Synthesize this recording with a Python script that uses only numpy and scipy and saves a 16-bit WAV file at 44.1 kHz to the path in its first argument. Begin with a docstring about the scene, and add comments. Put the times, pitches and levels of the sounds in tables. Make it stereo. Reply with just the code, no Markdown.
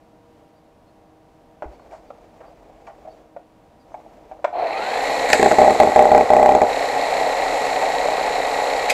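"""An electric demolition hammer pounds a concrete lintel, worked from a scaffold.
Cloth rustles and the tool knocks and clinks as it is lifted and set. The motor runs up, gears whining,
and the striker hits the chisel in bouts, about 32 blows a second; then the tool idles with a few taps.
Nearby walls throw the blows back and a gain control ducks under them.
Behind it all, a far machine hums and small birds chirp in the open air."""
import sys
import numpy as np
from scipy import signal
from scipy.io import wavfile
from scipy.ndimage import uniform_filter1d

SR = 44100
rng = np.random.default_rng(int(sys.argv[2]) if len(sys.argv) > 2 else 0)


def inscribe(sig):
    """Save sig as 16-bit PCM at rate SR to the path in sys.argv[1].

    A 1-D sig is mono; a 2-D sig holds one channel per row.
    Samples are clipped to [-1, 1] before scaling.
    """
    pcm = np.round(np.clip(np.atleast_2d(sig).T, -1, 1) * 32767)
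    wavfile.write(sys.argv[1], SR, pcm.astype(np.int16))


N = 393813
TIME = np.arange(N) / SR
MOTOR_START_S, SHAFT_TOP_HZ = 4.525, 274.0
PINION_TEETH, CRANK_TEETH = 7, 60


def amp(db):
    """Decibels to gain."""
    return 10 ** (np.asarray(db) / 20)


def unit_rms(x):
    """Scales to rms 1."""
    return x / np.sqrt(np.mean(x ** 2) + 1e-20)


def unit_peak(x):
    """Scales to peak 1."""
    return x / (abs(x).max() + 1e-20)


def add(mix, start_s, sound):
    """Mixes a sound in at a time."""
    part = mix[round(start_s * SR):][:len(sound)]
    part += sound[:len(part)]


def colour(x, curve, size=4096):
    """Minimum-phase EQ along a curve of (frequency [Hz], gain [dB])."""
    hz, db = np.transpose(curve)
    bins_hz = abs(np.fft.fftfreq(size, 1 / SR))
    log_gain = np.log(amp(np.interp(np.log(bins_hz + 1), np.log(hz), db)))
    taps = np.fft.ifft(np.exp(np.conj(signal.hilbert(log_gain)))).real[:size // 2]
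    return signal.oaconvolve(x, taps)[:len(x)]


def drift(per_s):
    """Smooth random modulation of rms 1."""
    knots = np.arange(int(TIME[-1] * per_s) + 2)
    return unit_rms(np.interp(TIME * per_s, knots, rng.standard_normal(len(knots))))


def noise(curve, grain_db=0):
    """Coloured noise of rms 1, roughened by an optional level modulation."""
    return unit_rms(colour(rng.standard_normal(N) * amp(grain_db), curve))


def ring(t, hz, t60):
    """One dying mode."""
    return np.sin(2 * np.pi * hz * t) * np.exp(-np.log(1000) * t / t60)


def ring_modes(t, modes):
    """A set of modes struck together."""
    return sum(amp(db) * ring(t, hz, t60) for hz, db, t60 in modes)


def burst(t, swell_s):
    """A cluster of tiny contacts that swells and dies away."""
    return rng.standard_normal(len(t)) * t / swell_s * np.exp(1 - t / swell_s)


def reverb(x, wet_db, t60, reflections=600):
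    """Adds the scattered reflections of scaffold and walls."""
    t = np.arange(SR // 2) / SR
    taps = np.zeros(len(t))
    taps[rng.integers(SR // 200, len(t), reflections)] = rng.choice([-1., 1.], reflections)
    taps *= np.exp(-np.log(1000) * t / t60)
    return x + amp(wet_db) * signal.oaconvolve(x, taps / np.linalg.norm(taps))[:N]


# dark outdoor bed: (frequency [Hz], gain [dB])
OPEN_AIR_EQ = [(15, -41), (25, -3), (44, -7.5), (257, -6.5), (318, -5), (344, -11.5), (438, -10.5),
               (475, -7.5), (515, -12.5), (621, -4), (769, -9), (879, -16), (952, -13.5), (1420, -22.5),
               (15000, -45.5)]
def open_air(level_db=-53.5):
    """A soft, gently breathing wash of outdoor air."""
    return noise(OPEN_AIR_EQ) * amp(level_db + 0.5 * drift(5.13))


# partials of the distant drone: (frequency [Hz], level [dB])
FAR_PARTIALS = [(316.5, -58.5), (473.7, -61), (631, -74), (790, -62), (947.5, -65.5)]
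def far_machine():
    """A far machine hums, its partials wavering in pitch together."""
    clock = np.cumsum(1 + 0.00301 * drift(4.6)) / SR
    return sum(amp(db + drift(4.24)) * np.sin(2 * np.pi * hz * clock) for hz, db in FAR_PARTIALS)


# bird calls: (time [s], level [dB], pitch [Hz])
BIRD_CUES = [(.55, -70, 4670), (.86, -70, 4270), (1.72, -68, 4600), (1.79, -69, 4300), (2.06, -70, 4650),
             (2.45, -66, 4700), (3.09, -62, 4570), (3.79, -67, 4670), (3.91, -69, 6400)]
def birds(chirp_s=0.053, glide=0.03, roughness=0.2):
    """Small birds give faint, breathy chirps that glide up or down."""
    out = np.zeros(N)
    progress = np.arange(0, 1, 1 / (chirp_s * SR))
    for start, db, hz in BIRD_CUES:
        bend = glide * rng.standard_normal() * (.5 - progress)
        pitch = hz * (1 + bend + roughness * rng.standard_normal(len(progress)))
        tone = np.sin(2 * np.pi * np.cumsum(pitch) / SR)
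        add(out, start, amp(db) * np.sin(np.pi * progress) * tone)
    return out


# the worker lifts the tool, then sets it: (time [s], length [s], level [dB])
MOVE_CUES = [(1.57, 1.76, -51), (3.812, 0.93, -50)]
# muffled cloth: (frequency [Hz], gain [dB])
CLOTH_EQ = [(15, -26.5), (50, 12.5), (90, -19.5), (250, -5.5), (450, 3), (680, 6), (900, -2), (1400, -16),
            (2300, -17), (3200, -24.5), (7500, -29.5), (10000, -42), (15000, -38)]
def rustle(ramp_s=0.12, grain_db=2.0):
    """Clothes and gloves rub in uneven patches during each move."""
    envelope = sum(amp(db) * np.clip(np.minimum(TIME - start, start + length - TIME) / ramp_s, 0, 1)
                   for start, length, db in MOVE_CUES)
    return envelope * noise(CLOTH_EQ, grain_db * drift(70))


# handling bumps before the start, louder taps in the gearbox rattle while idling:
# (time [s], level [dB], pitch [Hz], brightness [dB], contact time [s])
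KNOCK_CUES = [(1.6225, -18.5, 685, -2, 0.00045), (1.6255, -21, 660, -4.5, 0.0029),
              (1.640, -26.5, 379, 3, 0.0037), (1.795, -41, 675, 5, .0018), (1.914, -32, 656, 13, 0.016),
              (1.932, -28, 686, -9, 0.0066), (2.1037, -25, 633, 2, 0.002), (2.402, -34, 530, 5, 0.008),
              (2.432, -38, 720, 3, 0.01), (2.474, -39, 560, 2, 0.0071), (2.698, -38.5, 640, -14, 0.0025),
              (2.870, -31, 687, 13, 0.0055), (2.886, -34.5, 730, 4, 0.0094), (3.046, -34, 666, -8, 0.011),
              (3.070, -28.5, 687, -7, 0.007), (3.3635, -23.5, 636, -6.5, 0.0035),
              (3.919, -35.5, 675, -5, 0.0011), (3.9423, -23.5, 780, 0, 0.0029),
              (4.063, -34, 720, -20, 0.0013), (4.313, -26, 690, -4.5, 0.0045),
              (4.391, -33.5, 630, -5, 0.0022), (4.4427, -5, 650, 7, 0.0038),
              (7.8325, -8.5, 710, -10, 0.0013), (8.0855, -7, 720, -8, 0.00082),
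              (8.400, -16, 720, -11, 0.0018)]
# boxy scuff of each knock: (frequency [Hz], gain [dB])
SCUFF_EQ = [(100, -41), (230, -23), (350, -10.5), (450, -9.5), (600, 11.5), (950, 6.5), (1250, -2),
            (1500, -5.5), (1750, -9.5), (2300, -11), (3000, -22.5), (5000, -33.5), (7800, -35), (9000, -58),
            (15000, -54)]
def knocks(scuff_db=-3, shell_db=-5, shell_ratio=2.115):
    """Short hollow knocks, each with a scuff; hard ones ring an overtone of the tool's shell."""
    t, out = np.arange(SR // 3) / SR, np.zeros(N)
    for start, db, hz, bright_db, contact_s in KNOCK_CUES:
        hollow = ring(t, hz * .92, 0.023 + 6 * contact_s) + ring(t, hz * 1.09, 0.021 + 6 * contact_s)
        hollow = unit_peak(hollow * (1 - np.exp(-t / contact_s)))
        scuff = amp(scuff_db + bright_db) * unit_peak(colour(burst(t, contact_s), SCUFF_EQ))
        hardness = np.exp(-contact_s / 0.0021)
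        shell = hardness * amp(shell_db + min(bright_db, 0)) * ring(t, hz * shell_ratio, t60=0.024)
        add(out, start, amp(db) * unit_peak(hollow + shell + scuff))
    return reverb(out, wet_db=-8.5, t60=0.24)


# low end of a footstep: (time [s], level [dB], pitch [Hz], t60 [s])
PLANK_CUES = [(1.657, -30.5, 59.4, 0.21), (1.662, -36.5, 41, 0.27)]
def plank():
    """The scaffold plank gives under a step with a deep thud."""
    t, out = np.arange(SR // 3) / SR, np.zeros(N)
    for start, db, hz, t60 in PLANK_CUES:
        add(out, start, amp(db) * ring(t, hz, t60))
    return out


# ring of the free chisel, in clinks and skids: (frequency [Hz], level [dB], t60 [s])
CHISEL_MODES = [(1540, -23, .04), (1860, -20, .035), (2317, -12, .035), (2590, -22, .03), (4440, -30, 0.05),
                (5550, -26, .035), (6580, -27, .04)]
# the chisel shifts: (time [s], clink level [dB], scrape level [dB], scrape swell [s])
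CLINK_CUES = [(1.912, -40, -53, 0.024), (2.869, -34, -55.5, 0.011)]
# thin steel scrape: (frequency [Hz], gain [dB])
SCRAPE_EQ = [(800, -29), (2200, 4), (3000, -14), (4300, -3), (7700, -4.5), (8600, -12), (15000, -25)]
def clinks(scrape_trim_db=-0.5):
    """The loose chisel clinks and scrapes in its holder."""
    t, out = np.arange(SR // 3) / SR, np.zeros(N)
    steel = ring_modes(t, CHISEL_MODES)
    for start, clink_db, scrape_db, swell_s in CLINK_CUES:
        scrape = colour(burst(t, swell_s), SCRAPE_EQ)
        add(out, start, amp(clink_db) * steel + amp(scrape_db + scrape_trim_db) * scrape)
    return out


# start-up growl: (frequency [Hz], gain [dB])
SURGE_EQ = [(100, -56), (330, -13), (550, -4.5), (720, 7.5), (850, -0.5), (1100, -13), (2100, -33),
            (3300, -35), (4000, -37), (4250, -24), (4700, -54), (12000, -61)]
def surge(age, level_db=-22.5, peak_s=0.1, width_s=0.11):
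    """The starting torque grinds the gears and sparks the brushes."""
    return noise(SURGE_EQ) * amp(level_db) * np.exp(-((age - peak_s) / width_s) ** 2)


# gear and fan partials: (frequency [x shaft speed], level [dB])
WHINE_PARTIALS = [(7, -35), (14, -44.5), (14.77, -66), (17, -47.5)]
# what the housing lets through: (frequency [Hz], gain [dB])
HOUSING_EQ = [(600, -23), (1200, -2.5), (1600, -4.5), (1900, 2), (2400, 6.5), (2900, -4), (4100, -0.5),
              (4800, -17), (9000, -28)]
def gear_whine(shaft_phase, pace, load, backlash_rad=0.14, chatter_rad=.6, strain=4.0):
    """The gears whine, roughened by play between the teeth, hardest while speeding up the piston."""
    play = backlash_rad + chatter_rad * (1 - pace)
    whine = sum(amp(db + 0.79 * drift(40)) * np.sin(multiple * shaft_phase + play * drift(400))
                for multiple, db in WHINE_PARTIALS)
    return colour(whine * load, HOUSING_EQ) * (1 + strain * pace * (1 - pace)) * pace


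def crank_noise(turns, repeat_share):
    """Loose parts and tooth flaws: noise of which a share comes round on every crank turn."""
    flaws = rng.standard_normal(SR // 32)
    looped = flaws[(turns % 1 * len(flaws)).astype(int)]
    return np.sqrt(repeat_share) * looped + np.sqrt(1 - repeat_share) * rng.standard_normal(N)


# midrange gearbox rattle: (frequency [Hz], gain [dB])
RATTLE_EQ = [(12, -50), (30, -13.5), (90, -33), (150, -21), (220, -24.5), (290, -13), (360, -16),
             (460, -2.5), (600, -1), (780, 3), (850, 1), (940, -6.5), (1150, -15), (1600, -19.5),
             (3000, -56.5)]
# biting gear rasp: (frequency [Hz], gain [dB])
RASP_EQ = [(700, -47), (1200, -13.5), (1700, -2.5), (1900, 5), (2200, 2), (2620, -1), (2850, -9),
           (3550, -10.5), (3720, -9), (4040, -1), (4370, -3.5), (4600, -14), (5500, -24), (9000, -29.5),
           (13800, -40), (15500, -53)]
def gear_noise(turns, pace, load, throb_db, rattle_db=-21, rasp_db=-30.5, grain_db=1.5):
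    """The gearbox rattles and the teeth rasp, growing with speed and throbbing with the crank."""
    running = pace > 0
    rattle = crank_noise(turns, repeat_share=0.23) * amp(throb_db + grain_db * drift(500))
    rattle = colour(running * rattle, RATTLE_EQ)
    rasp = crank_noise(turns, repeat_share=0.32) * load * amp(grain_db * drift(400))
    rasp = colour(running * rasp, RASP_EQ)
    return (rattle / rattle[running].std() * amp(rattle_db) * pace ** 1.5
            + rasp / rasp[running].std() * amp(rasp_db) * pace ** 1.54)


# bright fan hiss: (frequency [Hz], gain [dB])
FAN_EQ = [(2500, -6), (4800, -1.5), (5400, -1.5), (6000, -4), (6600, -1.5), (7100, 3), (7800, -0.5),
          (8400, -6.5), (9500, -13), (12000, -9), (12700, -33), (14200, -77), (15500, -56)]
def fan(pace, dip_db, level_db=-39.5):
    """Fluttering fan air rises steeply with speed."""
    air = noise(FAN_EQ, 0.66 * dip_db + 0.9 * drift(300) + 0.5 * drift(5))
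    return air / air[pace > 0].std() * amp(level_db) * pace ** 3.5


# low motor tones: (frequency [x shaft speed], level [dB])
HUM_PARTIALS = [(0.1168, -55), (1, -41), (1.817, -36.5), (2, -32.5), (2.63, -31.5), (4, -39)]
def motor_hum(shaft_phase, pace):
    """Low tones follow the shaft and fill in as it nears full speed."""
    return pace ** 4 * sum(amp(db + 1.6 * drift(13)) * np.sin(multiple * shaft_phase)
                           for multiple, db in HUM_PARTIALS)


# the piston's two strokes: (position [turns], width [turns], gear boost [dB], rattle boost [dB])
PISTON_STROKES = [(0.66, 0.14, 4.5, 1.5), (.09, 0.13, 1, 3.5)]
# the gear rasp, whine and fan thin out while the striker works: (time [s], level [dB])
MOTOR_DIP = [(5.55, 1), (5.9, -2.5), (6.25, -5.5), (6.64, -7.5), (6.72, 0)]
def motor(run_up_s=.53, waver=0.0008, sag=0.013):
    """The motor runs up, fast at first, to its governed speed; the piston loads it twice a turn."""
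    age = np.maximum(TIME - MOTOR_START_S, 0)
    pace = np.minimum(age / run_up_s, 1) ** .55  # share of full speed
    shaft_hz = SHAFT_TOP_HZ * pace * (1 + waver * drift(12))
    turns = np.cumsum(shaft_hz) / SR * PINION_TEETH / CRANK_TEETH
    turns -= np.interp(BOUT_CUES[-1][0], TIME, turns)  # the last blow ends a crank turn
    ripple = sag * (np.cos(2 * np.pi * turns) + np.cos(4 * np.pi * turns + 1))
    shaft_phase = 2 * np.pi * np.cumsum(shaft_hz * (1 + ripple)) / SR
    gear_db, throb_db = np.zeros((2, N))
    for position, width, gear_boost, rattle_boost in PISTON_STROKES:
        offset = (turns - position + .5) % 1 - .5
        stroke = np.exp(-(offset / width) ** 2)
        gear_db += gear_boost * stroke
        throb_db += rattle_boost * stroke
    dip_db = np.interp(TIME, *np.transpose(MOTOR_DIP))
    load = unit_rms(amp(gear_db)) * amp(dip_db)
    tones = motor_hum(shaft_phase, pace) + gear_whine(shaft_phase, pace, load)
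    noises = gear_noise(turns, pace, load, throb_db) + fan(pace, dip_db) + surge(age)
    attack = np.minimum(age / 0.0059, 1)
    return attack * (tones + noises)


# whining peak near 2 kHz with hiss above it: (frequency [Hz], gain [dB])
ROUGH_WHINE_EQ = [(500, -47), (1500, -1), (2050, 6), (2600, -10), (3100, -15), (4200, -2), (5500, -21),
                  (6500, -8), (7600, 0), (8400, -10), (9300, -21), (11800, -24), (13000, -28), (15500, -50)]
def rough_whine(start_s=5.285, level_db=-26, rise_s=0.0072, fade_db_per_s=32, grain_db=3):
    """A rough gear whine with a gritty hiss, fading through the first blows."""
    age = np.maximum(TIME - start_s, 0)
    envelope = np.minimum(age / rise_s, 1) * amp(level_db - fade_db_per_s * age)
    return envelope * noise(ROUGH_WHINE_EQ, grain_db * drift(500))


# runs of blows: (time [s], length [s], level [dB], relative ping [dB], relative thud [dB])
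BOUT_CUES = [(5.3016, .015, -6, -4, -7), (5.3324, .015, 5.5, -10, -31), (5.396, .015, 1, -13, 4),
             (5.4280, .047, 6, -16, -6), (5.514, .015, 5.5, -13.5, -12), (5.52, .015, -2.5, -9.5, -10),
             (5.585, .047, 8.5, -23, -15), (5.6464, .047, 6.5, -25.5, -19), (5.7064, .015, 3, -20, -9),
             (5.7596, .015, -10.5, -24, 11), (5.8005, .015, 11.5, -19.5, -23), (5.8325, .015, 6, -18, -13),
             (5.873, .015, 3.5, -29, -12), (5.918, .015, -6, -24, -15), (5.9603, .047, 9.5, -22, -32),
             (6.023, .047, 6, -24, -22), (6.0893, .015, 0.5, -29, -13), (6.1168, .047, 9, -25, -20),
             (6.178, .047, 5.5, -23.5, -12.5), (6.3031, .2, 8, -24, -23), (6.521, .015, 2, -21, -10),
             (6.5502, .015, 6, -20.5, -14), (6.617, .015, 6.5, -21.5, -15)]
def strikes(jitter_s=0.00028, fade_db_per_s=5, scatter_db=.5):
    """The striker catches in bouts: one blow a crank turn, fading slightly through each bout."""
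    turn_s = CRANK_TEETH / PINION_TEETH / SHAFT_TOP_HZ
    for start, length, first_db, ping_db, thud_db in BOUT_CUES:
        for age in np.arange(0, length, turn_s):
            late, scatter = rng.standard_normal(2) * (age > 0)
            db = first_db - fade_db_per_s * age + scatter_db * scatter
            yield start + age + jitter_s * late, db, ping_db, thud_db


# body of a blow in chisel, housing and wall: (frequency [Hz], level [dB], t60 [s])
BODY_MODES = [(103.2, -32.5, 1), (218, -28, 0.15), (283, -30.5, 0.076), (418, -33, 0.082),
              (484.5, -20.5, 0.25), (629.5, -4, 0.059), (745, 2.3, .09), (922, -25, 0.093)]
# dull thud of a chisel not yet seated: (frequency [Hz], level [dB], t60 [s])
THUD_MODES = [(220, -12.5, 0.1), (360, -7.5, 0.018), (450, 10, 0.024)]
# EQ shaping the low end of each blow: (frequency [Hz], gain [dB])
LOW_END_EQ = [(30, -9.5), (75, -5.5), (102, -10.5), (135, 6.5), (180, -14.5), (220, -3.5), (260, 7),
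              (330, -1), (1000, -5.5)]
# slap off the nearby walls: (delay [s], gain [linear])
WALL_ECHOES = [(.00469, .58), (.00687, -.29), (.01459, .28), (.01859, -.28), (.02221, -.24), (.02621, .34),
               (.03561, -.16), (.04544, -.14)]
def blows(trim_db=-2.5, rise_s=0.00071, detuning=0.0056):
    """The striker hits the chisel, tool and wall ring, and nearby walls throw the blow back."""
    t, thumps = np.arange(SR // 4) / SR, np.zeros(N)
    thud = unit_peak(ring_modes(t, THUD_MODES))
    for start, db, _, thud_db in strikes():
        modes = [(hz * (1 + detuning * rng.standard_normal()), level, t60)
                 for hz, level, t60 in BODY_MODES]
        body = unit_peak(ring_modes(t, modes)) + amp(thud_db) * thud
        add(thumps, start, amp(db + trim_db) * unit_peak(body * (1 - np.exp(-t / rise_s))))
    direct = colour(thumps, LOW_END_EQ)
    out = direct.copy()
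    for delay, gain in WALL_ECHOES:
        add(out, delay, gain * direct)
    return reverb(out, wet_db=-17, t60=.16)


# steel attack of a blow: (frequency [Hz], gain [dB])
PING_EQ = [(100, -39), (1000, 10), (2200, 20.5), (2650, 11.5), (3000, -1), (4000, 4.5), (5200, -5),
           (6400, 2.5), (7600, 4.5), (8300, 1), (9200, -21), (11800, -8), (13000, -16), (15500, -46)]
def pings(trim_db=2, tip_db=-24, squeeze_db=-23, squeeze_hz=1990, lead_s=.016):
    """The gears whine as the piston squeezes its air cushion, then the steel pings and its tip rings."""
    t, out = np.arange(SR // 4) / SR, np.zeros(N)
    tip = amp(tip_db) * ring(t, hz=7740, t60=0.029)
    squeeze = np.exp(-((t - .009) / 0.0032) ** 2)
    for start, db, ping_db, _ in strikes():
        ping = unit_peak(colour(burst(t, swell_s=0.001), PING_EQ))
        add(out, start, amp(db + ping_db + trim_db) * (ping + tip))
        whine = np.sin(2 * np.pi * squeeze_hz * rng.uniform(0.94, 1.015) * t)
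        add(out, start - lead_s, amp(min(db, 0) + squeeze_db) * squeeze * whine)
    return reverb(out, wet_db=-11, t60=.12)


# slips of the chisel: (time [s], level [dB], swell [s], low shelf [dB])
SKID_CUES = [(5.3301, 2, 0.0013, -2.5), (5.335, -12, 0.004, 4), (8.897, -3, 0.006, -14.5),
             (8.9, -6, 0.0027, -22)]
# harsh steel on concrete: (frequency [Hz], gain [dB])
SKID_EQ = [(60, -70), (400, -22), (1100, -14), (1530, 5.5), (1900, 10.5), (2330, 6), (2600, -1),
           (2850, -11), (4000, -8.5), (5000, -5), (5500, -16), (6000, -14), (7700, -10.5), (9200, -22),
           (11500, -19.5), (15000, -39), (15700, -74)]
def skids():
    """The chisel skids on concrete, which sets the free steel ringing."""
    t, out = np.arange(SR // 4) / SR, np.zeros(N)
    steel = ring_modes(t, CHISEL_MODES)
    for start, db, swell_s, shelf_db in SKID_CUES:
        skid = unit_peak(colour(burst(t, swell_s), SKID_EQ)) + steel
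        add(out, start, amp(db) * colour(skid, [(1750, shelf_db), (2200, 0)]))
    return reverb(out, wet_db=-11, t60=.12)


# stereo width: (frequency [Hz], side relative to mid [dB])
SIDE_EQ = [(100, -89), (1500, -72), (2800, -46), (5500, -17), (8000, -19.5), (10000, 0.5), (13000, -20),
           (14500, 11), (15600, -41)]
def scene():
    """All sources sit in the centre; only the treble flutters between left and right."""
    ambience = open_air() + far_machine() + birds()
    foley = rustle() + knocks() + plank() + clinks()
    hammer = motor() + rough_whine() + blows() + pings() + skids()
    mid = ambience + foley + hammer
    side = colour(mid, SIDE_EQ) * drift(750)
    return np.array([mid + side, mid - side])


def record(dry, threshold_db=-12, slope=0.069, release_db_per_s=14, knee=0.6, cutoff_hz=15650):
    """Gain control ducks under the blows, the loudest peaks soft-clip and the extreme top is cut."""
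    window = dict(size=200, origin=99)  # trailing average, in samples
    power_db = 10 * np.log10(abs(uniform_filter1d((dry ** 2).mean(0), **window)) + 1e-12)
    release_db = TIME * release_db_per_s
    held_db = np.maximum.accumulate(power_db + release_db) - release_db
    over_db = np.maximum(held_db - threshold_db, 0)
    ducked = dry / amp(slope * uniform_filter1d(over_db, **window))
    clean = np.clip(ducked, -knee, knee)
    rounded = clean + (1 - knee) * np.tanh((ducked - clean) / (1 - knee))
    lowpass = signal.firwin(511, cutoff_hz, window=("kaiser", 9), fs=SR)
    return signal.oaconvolve(rounded, lowpass[None], "same")


dry = scene()
out = record(dry)
inscribe(out)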